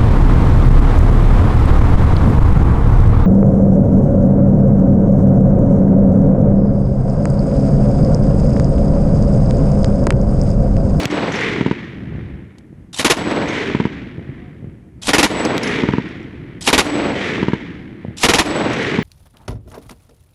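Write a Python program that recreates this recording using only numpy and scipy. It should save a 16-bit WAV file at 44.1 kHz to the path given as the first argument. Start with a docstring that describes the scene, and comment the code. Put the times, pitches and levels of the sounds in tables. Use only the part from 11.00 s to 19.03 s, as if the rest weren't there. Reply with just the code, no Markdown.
"""A belt-fed machine gun fires close bursts of three or four rounds on an open range.
Each shot is a ragged roar of gas; the bolt rattles forward before a burst, steel rings and cases clink
after it. Ground and trees roll the shots back, and an earth bank returns each as a deep thud.
Far off, a dove coos in the breeze and dull thumps roll in. The blasts overload the microphone,
and a limiter ducks after every loud peak."""
import sys
import numpy as np
from scipy import signal
from scipy.fft import rfft, irfft, next_fast_len
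from scipy.io import wavfile
from scipy.ndimage import uniform_filter1d, minimum_filter1d, map_coordinates

SR = 44100
rng = np.random.default_rng(int(sys.argv[2]) if len(sys.argv) > 2 else 0)


def persist_wave(psi):
    """Save psi, clipped to +-1, as 16-bit WAV."""
    counts = np.round(np.clip(psi, -1, 1) * 32767).astype(np.int16)
    wavfile.write(sys.argv[1], SR, np.atleast_2d(counts).T)


N = 354123

# Rounds fired. Each row: time in seconds, relative blast level in dB, tilt of the round's own
# share of the roar in dB per octave, tree echo trim in dB.
SHOTS = [(-.1445, -10.5, -2, 4.5), (-.0928, -10, -13, 4), (-.0429, -16, -18, 1.5), (1.9940, -21, 0.5, 2.5),
         (2.0459, -9, 0.5, 1.5), (2.0985, -8.5, 0, 2), (4.0812, -20, -0.5, -0.5), (4.133, -8, 0, -0.5),
         (4.1817, -8.5, -0.5, 3.5), (4.2280, -8.5, -0.5, 4), (5.674, -10, 0, 0.5), (5.7283, -8.5, -1.5, 3),
         (5.7787, -7.5, 0, 2.5), (7.2326, -8, 0.5, 3), (7.2852, -8.5, -1, 0.5), (7.3354, -8.5, -1, 2),
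         (7.384, -8.5, -1, 3.5)]
# Tone of the gun: muzzle gas, low boom, buffer knock, scraped or struck steel, sharp snap.
# Each row: frequency in Hz, relative level in dB.
BLAST_EQ = [(24, -29), (40, -4.5), (126, -8.5), (282, 4.5), (387, -4), (470, -0.5), (558, -6.5),
            (804, -4.5), (1630, -9), (1980, -5), (3830, -9), (4330, -11), (7200, -15), (8400, -22),
            (9200, -17), (10700, -19.5), (12400, -29), (13600, -61.5)]
BOOM_EQ = [(40, -20.5), (130, -3.5), (290, 2.5), (450, -2.5), (800, -23.5), (3000, -60)]
BUFFER_EQ = [(100, -21), (400, 0), (900, 3), (2200, -7), (3500, -13.5), (8000, -26), (13000, -49)]
STEEL_EQ = [(200, -27.5), (800, 6.5), (1500, -1.5), (3500, 5.5), (7000, -1), (11000, -1), (12800, -27),
            (14000, -58)]
SNAP_EQ = [(200, -6), (1000, -3), (2500, -1), (4500, -8), (7000, -12), (13000, -59)]
# Modes of the rattling gun body, and the barrel's beating pair.
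# Each row: pitch in Hz, relative level in dB, 60 dB decay time (t60) in seconds.
BODY_MODES = [(446, -12, .08), (823, -8, .075), (1429, -17, 0.11), (1900, -12.5, 0.095), (2560, -19, 0.13),
              (3730, -19, .12), (3880, -16.5, 0.066), (4700, -18.5, 0.081), (5220, -21, 0.11),
              (5560, -21.5, .08), (6900, -24, .08)]
BARREL_MODES = [(7832, 3.5, 0.68), (7782, -6.5, 0.6)]
# The barrel's ring. Each entry: trim for one burst in dB.
BARREL_TRIMS_DB = [-31.5, -27, -21.5, -24, -24]
# Hard catches along the bolt's travel. Each row: seconds after release, relative level in dB.
BOLT_CATCHES = [(.003, -3), (.0135, 4), (.033, -1), (.043, 0.5), (0.056, 7.5)]
# Cases and links striking. Each row: start in seconds, relative level in dB, centre pitch in Hz,
# t60 in seconds.
CLINKS = [(.012, -25, 5030, 0.063), (.0325, -16.5, 4100, 0.035), (.110, -29, 6030, 0.077),
          (.321, -29.5, 6020, 0.19), (0.355, -24.5, 5760, 0.1), (.408, -27, 5640, 0.045),
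          (1.583, -33, 4940, 0.0099), (2.311, -22, 4800, 0.022), (2.486, -28, 6200, 0.1),
          (2.535, -36, 6300, .08), (4.394, -23, 4600, .04), (4.450, -12.5, 5470, 0.032),
          (4.5775, -19, 2920, .03), (4.6322, -13.5, 5700, 0.038), (4.674, -22, 5700, 0.059),
          (5.088, -40, 5570, 0.026), (5.228, -47, 5370, 0.036), (5.856, -31, 7300, 0.062),
          (6.272, -32, 6800, 0.026), (7.460, -14.5, 2650, 0.016), (7.502, -27, 4870, 0.11),
          (7.732, -22, 6200, 0.043), (7.785, -31, 5630, 0.044), (7.827, -24, 5510, 0.0416)]
# One case left singing. Each row: start in seconds, level in dB, pitch in Hz, t60 in seconds.
BRASS_MODES = [(4.633, -42, 10760, 0.33), (4.633, -45, 10430, 0.43), (4.633, -41, 6315, 0.4)]
# Close snaps. Each row: start in seconds, then spike, rattle and thud levels in dB.
SNAPS = [(0.0554, 11.5, -3, -4), (4.5801, 3.5, -12, -28)]
# Open ground, belts of trees and rises in the land that scatter a shot back.
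# Each row: round trip in seconds, relative level in dB, t60 in seconds.
FLATS = [(.1, -26, 0.23), (.3, -24.5, 1.2), (.55, -34.5, 1.15)]
WOODS = [(.19, -39.5, 1.1), (.51, -30, 1.9), (1.3, -49.5, 1.9)]
RIDGES = [(.32, -31, 4.9), (.68, -26, 1.19), (1.2, -45, 2.7)]
# Low mounds. Each row: round trip in seconds, relative level in dB.
MOUNDS = [(.170, -18), (.214, -19.5), (.274, -19), (0.3233, -10), (.357, -21), (.384, -24.5), (.445, -22),
          (.705, -17.5)]
# Tone of the echoes: ground, trees, ridges, hollow hum, mounds, the bank's thud and its splash.
# Each row: frequency in Hz, relative level in dB.
GROUND_EQ = [(40, -31), (120, -11), (200, 0.5), (300, -1), (430, -2), (600, -4.5), (850, -7), (1300, -11.5),
             (2500, -20), (4000, -25), (7000, -43), (10000, -57.5), (13000, -78.5)]
TREES_EQ = [(300, -20), (700, -11.5), (1300, -5), (1600, -1.5), (1950, 3.5), (2330, 0), (2700, -5.5),
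            (3100, -5.5), (3600, -8.5), (4700, -17.5), (5900, -20.5), (7500, -27), (9500, -36),
            (11500, -51.5), (14000, -79.5)]
RIDGE_EQ = [(25, -26), (60, -13.5), (120, -3), (190, -1.5), (330, -0.5), (420, -10), (600, -21),
            (1200, -34.5), (4000, -74.5)]
HOLLOW_EQ = [(100, -34), (165, -22), (200, -6), (236, -21), (275, -12.5), (297, 4), (318, -10), (348, -10),
             (380, -22), (900, -44.5), (3000, -79.5)]
MOUND_EQ = [(50, -24.5), (150, -5), (320, 3.5), (600, -6), (900, -11.5), (1400, -14), (2200, -13),
            (4000, -30), (8000, -54), (13000, -80)]
BANK_EQ = [(30, -42.5), (70, -9), (130, -1), (210, 2), (300, -2.5), (450, -6.5), (560, -21.5), (680, -36),
           (950, -10.5), (1120, -28), (1400, -24), (2000, -30), (3200, -39), (6000, -61), (14000, -100)]
SPLASH_EQ = [(300, -15), (1000, -5), (2000, 1.5), (3000, -5), (4200, -17), (7000, -27.5), (11000, -39.5),
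             (14000, -75)]
# The bank's treble splash. Each entry: level for one burst in dB.
SPLASH_LEVELS_DB = [-18, -19, -25, -18.5, -19]
# The slope's whoosh. Each row: distance from the band's centre in Hz, relative level in dB.
WHOOSH_BAND = [(1, 0), (35, -1), (65, -10), (120, -28), (400, -70)]
# Far thumps. Each row: start in seconds, peak in dB, low-mid tilt in dB per octave.
THUMPS = [(1.035, -22, -0.5), (1.124, -22, 3), (1.152, -20, 3), (1.183, -17.5, 0), (1.342, -27, 0),
          (1.728, -28, 0.5), (3.181, -18, -1.5), (3.193, -18, 0.5), (3.291, -17.5, -2.5),
          (3.625, -20.5, -4), (3.643, -20.5, -1), (3.671, -24.5, -4), (7.049, -14.5, 6), (7.082, -16, -2),
          (7.108, -22, 0)]
# The dove's call. Each row: start in seconds, length in seconds, level in dB, top pitch in Hz.
COOS = [(3.18, .11, -52, 690), (3.36, .17, -51, 725), (3.79, .13, -61.5, 705)]
# Swells and lulls of the breeze. 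Each row: centre in seconds, change in dB, half length in seconds.
GUSTS = [(1.01, 4.5, 0.19), (1.21, 7, .16), (1.517, -5, 0.1), (3.82, -2.5, .13), (3.3, 4.5, 0.3)]
# Tone of a dull thump, the breeze and the hiss. Each row: frequency in Hz, relative level in dB.
THUMP_EQ = [(30, -37), (70, -8.5), (130, 3.5), (250, -7), (500, -17.5), (900, -34.5), (2000, -80),
            (6000, -120)]
BREEZE_EQ = [(15, -41), (25, -23), (42, -6), (65, -1), (104, -1), (167, -3), (195, -4.5), (400, -22),
             (607, -29), (1300, -37.5), (2100, -37), (3000, -46.5), (4500, -58.5), (8000, -79)]
HISS_EQ = [(1000, 0), (4500, -0.5), (11300, -1.5), (13600, -12.5)]


def blasts(alike=0.32, hold_s=0.023, sag_db_per_s=151.5, collapse_t60=0.071, body_db=-1, drive_db=9.5):
    """Gas jets out, sags and collapses, shaking the gun's body; a boom and the bolt's knock follow."""
    out, t = np.zeros(N), clock(.2)
    common = noise(BLAST_EQ, len(t))  # same gun, same place: rounds are partly alike
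    jet = amp(-sag_db_per_s * t) * decay(np.maximum(t - hold_s, 0), collapse_t60)
    wash = decay(t, 0.19, db=-7)  # a weak, duller return off the sand
    boom = amp(-8) * surge(t, peak_s=.011, rise_s=.04, t60=0.046)  # the gas ball swells and falls back
    recoil = amp(-9.5) * surge(t, peak_s=.035, rise_s=0.022, t60=0.043)  # the bolt hits its buffer
    for s, db, tilt_db, _ in SHOTS:
        roar = jet * blend(common, noise(BLAST_EQ, len(t), tilt_db), alike)
        roar += wash * noise(BLAST_EQ, len(t), tilt_db=-0.7)
        roar *= flutter(len(t), depth_db=2.5, rate=400)
        roar += boom * noise(BOOM_EQ, len(t))
        body = sum(decay(t, t60, level + rng.normal(0, 3.5)) * np.sin(2 * np.pi * (hz * t + rng.random()))
                   for hz, level, t60 in BODY_MODES)
        knock = recoil * noise(BUFFER_EQ, len(t))
        add(out, s, amp(db + drive_db) * attack(t, 0.00084) * (roar + amp(body_db) * body + knock))
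    return out


def bolt(travel_s=.0645, level_db=-27, scrape_db=-11.5, grow_db_per_s=133, catch_t60=0.043):
    """Before each burst the bolt scrapes over hard catches, louder as it speeds up, and slams home."""
    out, t = np.zeros(N), clock(.11)
    slide = amp(scrape_db + grow_db_per_s * t) * (t < travel_s)
    slam = amp(8.5) * surge(t, peak_s=travel_s, rise_s=0.075, t60=0.11)
    stroke = amp(level_db) * np.maximum(slide, slam)
    for rounds in bursts():
        release = rounds[0] - travel_s
        add(out, release, stroke * flutter(len(t), depth_db=3, rate=320) * noise(STEEL_EQ, len(t)))
        for delay, db in BOLT_CATCHES:
            modes_hz = rng.uniform(2500, 8500, (14, 1))  # each catch rings other modes of the steel
            clack = unit(np.sin(2 * np.pi * modes_hz * t).sum(0))
            add(out, release + delay, decay(t, catch_t60, level_db + db) * attack(t, 0.00105) * clack)
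    return out


def barrel_ring(delay_s=0.023, swell_s=0.16):
    """Two close, beating modes of the barrel sing out as each burst ends."""
    out, t = np.zeros(N), clock(.8)
    ring = sum(decay(t, t60, db) * np.sin(2 * np.pi * hz * t) for hz, db, t60 in BARREL_MODES)
    swell = 1 - np.exp(-(t / swell_s) ** 2)
    for rounds, db in zip(bursts(), BARREL_TRIMS_DB):
        add(out, rounds[-1] + delay_s, amp(db) * swell * flutter(len(t), depth_db=3, rate=55) * ring)
    return out


def cases(ring_db=-7, crack_db=-9, crack_t60=0.029, pitch_spread=.11):
    """Cases and belt links strike with a crack and a cluster of short modes; one case sings on."""
    out, t = np.zeros(N), clock(.35)
    for s, db, hz, t60 in CLINKS:
        modes_hz = hz * np.exp(pitch_spread * rng.standard_normal((12, 1)))
        partials = np.sin(2 * np.pi * (modes_hz * t + rng.random((12, 1))))
        ring = decay(t, t60, ring_db) * unit(partials.sum(0))
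        crack = decay(t, crack_t60, crack_db) * noise(STEEL_EQ, len(t), tilt_db=-2)
        add(out, s, amp(db) * attack(t, 0.00053) * (ring + crack))
    for s, db, hz, t60 in BRASS_MODES:
        add(out, s, decay(t, t60, db) * np.sin(2 * np.pi * hz * t))
    return out


def snaps(rattle_t60=0.012):
    """Sharp snaps right up close: a hard spike with a small rattle and a thud under it."""
    out, t = np.zeros(N), clock(0.056)
    for s, spike_db, rattle_db, thud_db in SNAPS:
        add(out, s, amp(spike_db) * pulse(SNAP_EQ))
        add(out, s, decay(t, rattle_t60, rattle_db) * noise(SNAP_EQ, len(t)))
        add(out, s, -amp(thud_db) * pulse(THUMP_EQ))
    return out


def rolling_echo(absorb_db_per_khz_s=3.0, ground_alike=0.86):
    """Ground, trees and ridges scatter each shot back in lumps; the air takes treble along the way."""
    out, t = np.zeros(N), clock(2.2)
    pools = [noise(eq, N) for eq in (GROUND_EQ, TREES_EQ, RIDGE_EQ)]
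    flats = echo_envelope(FLATS, t, rise_s=0.67)
    woods = echo_envelope(WOODS, t, rise_s=0.5)
    ridges = echo_envelope(RIDGES, t, rise_s=0.99)
    stones = rng.standard_normal(len(t)) * flutter(len(t), depth_db=3.5, rate=900)  # a few stand out
    terrain = unit(signal.fftconvolve(stones, pulse(GROUND_EQ))[:len(t)])
    hz, delay, _ = signal.stft(t, SR, nperseg=512)
    air = amp(-absorb_db_per_khz_s * np.outer(hz / 1000, delay - .5))  # bright before 0.5 s, dull after
    lumps = flutter(len(t), depth_db=2.5, rate=70)
    trunks = flutter(len(t), depth_db=3, rate=230)
    for s, _, _, trees_db in SHOTS:
        ground, trees, rumble = [pool[rng.integers(N - len(t)):][:len(t)] for pool in pools]
        ground = blend(terrain, ground, ground_alike)  # the ground repeats itself, moving leaves never do
        scatter = lumps * (flats * ground + ridges * rumble) + amp(trees_db) * trunks * woods * trees
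        spectrum = signal.stft(scatter, nperseg=512)[2]
        add(out, s, signal.istft(spectrum * air, nperseg=512)[1])
    return out


def hollow_echo(level_db=-26.5):
    """The near ground hums one answer to all a burst's rounds, ringing at multiples of the firing rate."""
    out, t = np.zeros(N), clock(.8)
    swell = amp(level_db) * surge(t, peak_s=.2, rise_s=.55, t60=0.45)
    for rounds in bursts():
        answer = swell * noise(HOLLOW_EQ, len(t))
        for s in rounds:
            add(out, s, answer)
    return out


def slope_whoosh(level_db=-28.5, peak_s=.62, hz_at_peak=410, octaves_per_s=-1.9):
    """The long slope before the bank returns a narrow whoosh that sinks as it comes from farther off."""
    out, t = np.zeros(N), clock(1.3)
    centre_hz = hz_at_peak * 2 ** (octaves_per_s * (t - peak_s))
    phase = 2 * np.pi * np.cumsum(centre_hz) / SR
    swell = amp(level_db) * surge(t, peak_s, rise_s=.95, t60=.42)
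    for s, *_ in SHOTS:
        band = noise(WHOOSH_BAND, len(t)) * np.sin(phase) + noise(WHOOSH_BAND, len(t)) * np.cos(phase)
        add(out, s, swell * band)
    return out


def mound_echoes(smear_t60=0.046, slap_db=1):
    """Low mounds each return a slap and a short smear, the same for every round."""
    out, t = np.zeros(N), clock(.1)
    slap = -amp(slap_db) * pulse(MOUND_EQ)
    for delay, db in MOUNDS:
        smear = decay(t, smear_t60) * attack(t, 0.0017) * noise(MOUND_EQ, len(t))
        for s, *_ in SHOTS:
            add(out, s + delay, amp(db) * slap)
            add(out, s + delay, amp(db) * smear)
    return out


def bank_echo(round_trip_s=.755, thud_db=0.7, second_lag_s=.0155, second_db=-15, splash_t60=0.046):
    """An earth bank 130 m off returns each round as a deep thud, with a weaker one just behind."""
    out, t = np.zeros(N), clock(.06)
    thud = -amp(thud_db) * pulse(BANK_EQ)
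    for rounds, splash_db in zip(bursts(), SPLASH_LEVELS_DB):
        splash = decay(t, splash_t60, splash_db) * attack(t, 0.0024)  # its rough face smears the treble
        for s in rounds + round_trip_s:
            add(out, s, thud)
            add(out, s + second_lag_s, amp(second_db) * thud)
            add(out, s, splash * noise(SPLASH_EQ, len(t)))
    return out


def far_thumps(roll_db=-14, roll_t60=0.2):
    """Dull thumps from far away, each a low pulse with a short roll behind it."""
    out, t = np.zeros(N), clock(.3)
    for s, db, tilt_db in THUMPS:
        add(out, s, -amp(db) * pulse(THUMP_EQ, tilt_db=tilt_db))
        add(out, s, decay(t, roll_t60, db + roll_db) * attack(t, 0.0051) * noise(THUMP_EQ, len(t)))
    return out


def dove(pitch_sag=.1):
    """Three faint, pure coos, each arching in pitch."""
    out = np.zeros(N)
    for s, length, db, top_hz in COOS:
        arch = np.sin(np.pi * clock(length) / length)
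        hz = top_hz * (1 - pitch_sag * (1 - arch))
        add(out, s, amp(db) * arch * np.sin(2 * np.pi * np.cumsum(hz) / SR))
    return out


def breeze(level_db=-38, hiss_db=-72.5, rustle_db=-51, rustle_s=1.2, rustle_half_s=.11):
    """A low, uneven breeze over a steady hiss; the strongest gust stirs the treetops."""
    t = np.arange(N) / SR
    strength_db = level_db + sum(db * np.exp(-((t - s) / half) ** 2) for s, db, half in GUSTS)
    wind = amp(strength_db) * flutter(N, depth_db=2.5, rate=7.2) * noise(BREEZE_EQ, N)
    hiss = amp(hiss_db) * noise(HISS_EQ, N)
    stir = amp(rustle_db) * np.exp(-((t - rustle_s) / rustle_half_s) ** 2)
    return wind + hiss + stir * noise(TREES_EQ, N, tilt_db=-5)


def bursts(pause_s=.5):
    """Times of the rounds, grouped into bursts at the pauses."""
    times = np.array([s for s, *_ in SHOTS])
    return np.split(times, np.flatnonzero(np.diff(times) > pause_s) + 1)


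def amp(db):
    """Decibels to gain."""
    return 10 ** (np.asarray(db) / 20)


def unit(x):
    """Scale to rms 1."""
    return x / np.sqrt(np.mean(x ** 2) + 1e-20)


def clock(seconds):
    """Sample times of a stretch."""
    return np.arange(int(seconds * SR)) / SR


def attack(t, seconds):
    """A fade-in with this time constant."""
    return 1 - np.exp(-t / seconds)


def decay(t, t60, db=0):
    """A gain that starts at db and falls 60 dB every t60 seconds."""
    return amp(db - 60 * t / t60)


def surge(t, peak_s, rise_s, t60):
    """A gain that builds by 60 dB in rise_s, peaks at 1 and dies away."""
    return amp(-60 * np.maximum((peak_s - t) / rise_s, (t - peak_s) / t60))


def echo_envelope(places, t, rise_s):
    """Gain of the echo from several places, added in power."""
    return np.sqrt(sum((amp(db) * surge(t, s, rise_s, t60)) ** 2 for s, db, t60 in places))


def flutter(size, depth_db, rate):
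    """A random gain that changes rate times a second."""
    knots = rng.standard_normal(int(size * rate / SR) + 4)
    return unit(amp(depth_db * map_coordinates(knots, [np.arange(size) * rate / SR])))


def blend(common, fresh, share):
    """Equal-power mix with this share of the common sound."""
    return np.sqrt(share) * common + np.sqrt(1 - share) * fresh


def colour(eq, hz):
    """Gain of an EQ curve, interpolated on a log frequency axis."""
    points_hz, db = np.transpose(eq)
    return amp(np.interp(np.log(hz + 1), np.log(points_hz + 1), db))


def noise(eq, size, tilt_db=0):
    """Coloured noise of rms 1, tilted per octave."""
    padded = next_fast_len(size)
    hz = np.fft.rfftfreq(padded, 1 / SR)
    gain = colour(eq, hz) * amp(tilt_db * np.log2(1 + hz / 500))
    return unit(irfft(rfft(rng.standard_normal(padded)) * gain, padded)[:size])


def pulse(eq, size=4096, tilt_db=0):
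    """A pressure pulse of peak 1 with this tone, tilted per octave from 100 to 1000 Hz."""
    hz = np.fft.rfftfreq(size, 1 / SR)
    gain = colour(eq, hz) * amp(tilt_db * np.log2(np.clip(hz, 100, 1000)))
    cepstrum = irfft(np.log(gain))
    cepstrum[1:size // 2] *= 2  # minimum phase puts the punch at the front
    cepstrum[size // 2 + 1:] = 0
    wave = irfft(np.exp(rfft(cepstrum)))
    return wave / np.abs(wave).max()


def add(track, s, sound):
    """Mix a sound in at s seconds."""
    start = round(s * SR)
    part = sound[max(-start, 0):max(N - start, 0)]
    track[max(start, 0):][:len(part)] += part


def saturate(x, top_db):
    """Round off the peaks at a top level."""
    return x / (1 + np.abs(x / amp(top_db)) ** 6) ** (1 / 6)


def scene():
    """The gun, its echoes and the open range, in mono."""
    gun = blasts() + bolt() + barrel_ring() + cases() + snaps()
    echoes = rolling_echo() + hollow_echo() + slope_whoosh() + mound_echoes() + bank_echo()
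    return (gun + echoes + breeze() + far_thumps() + dove())[None]


def record(dry, overload_db=6.5, limit_db=-1.36, ceiling_db=-3.5, top_hz=13200):
    """The microphone overloads, a limiter ducks at the peaks, then a soft clip and a steep treble cut."""
    overloaded = saturate(dry, overload_db)
    needed = np.minimum(1, amp(limit_db) / (np.abs(overloaded) + 1e-9))
    held = minimum_filter1d(needed, size=2100, origin=950)  # stays down for 45 ms after a peak
    gain = uniform_filter1d(held, size=130)
    limited = saturate(overloaded * gain, ceiling_db)
    hz = np.fft.rfftfreq(N, 1 / SR)
    return irfft(rfft(limited) / np.sqrt(1 + (hz / top_hz) ** 60), N)


dry = scene()
out = record(dry)
persist_wave(out)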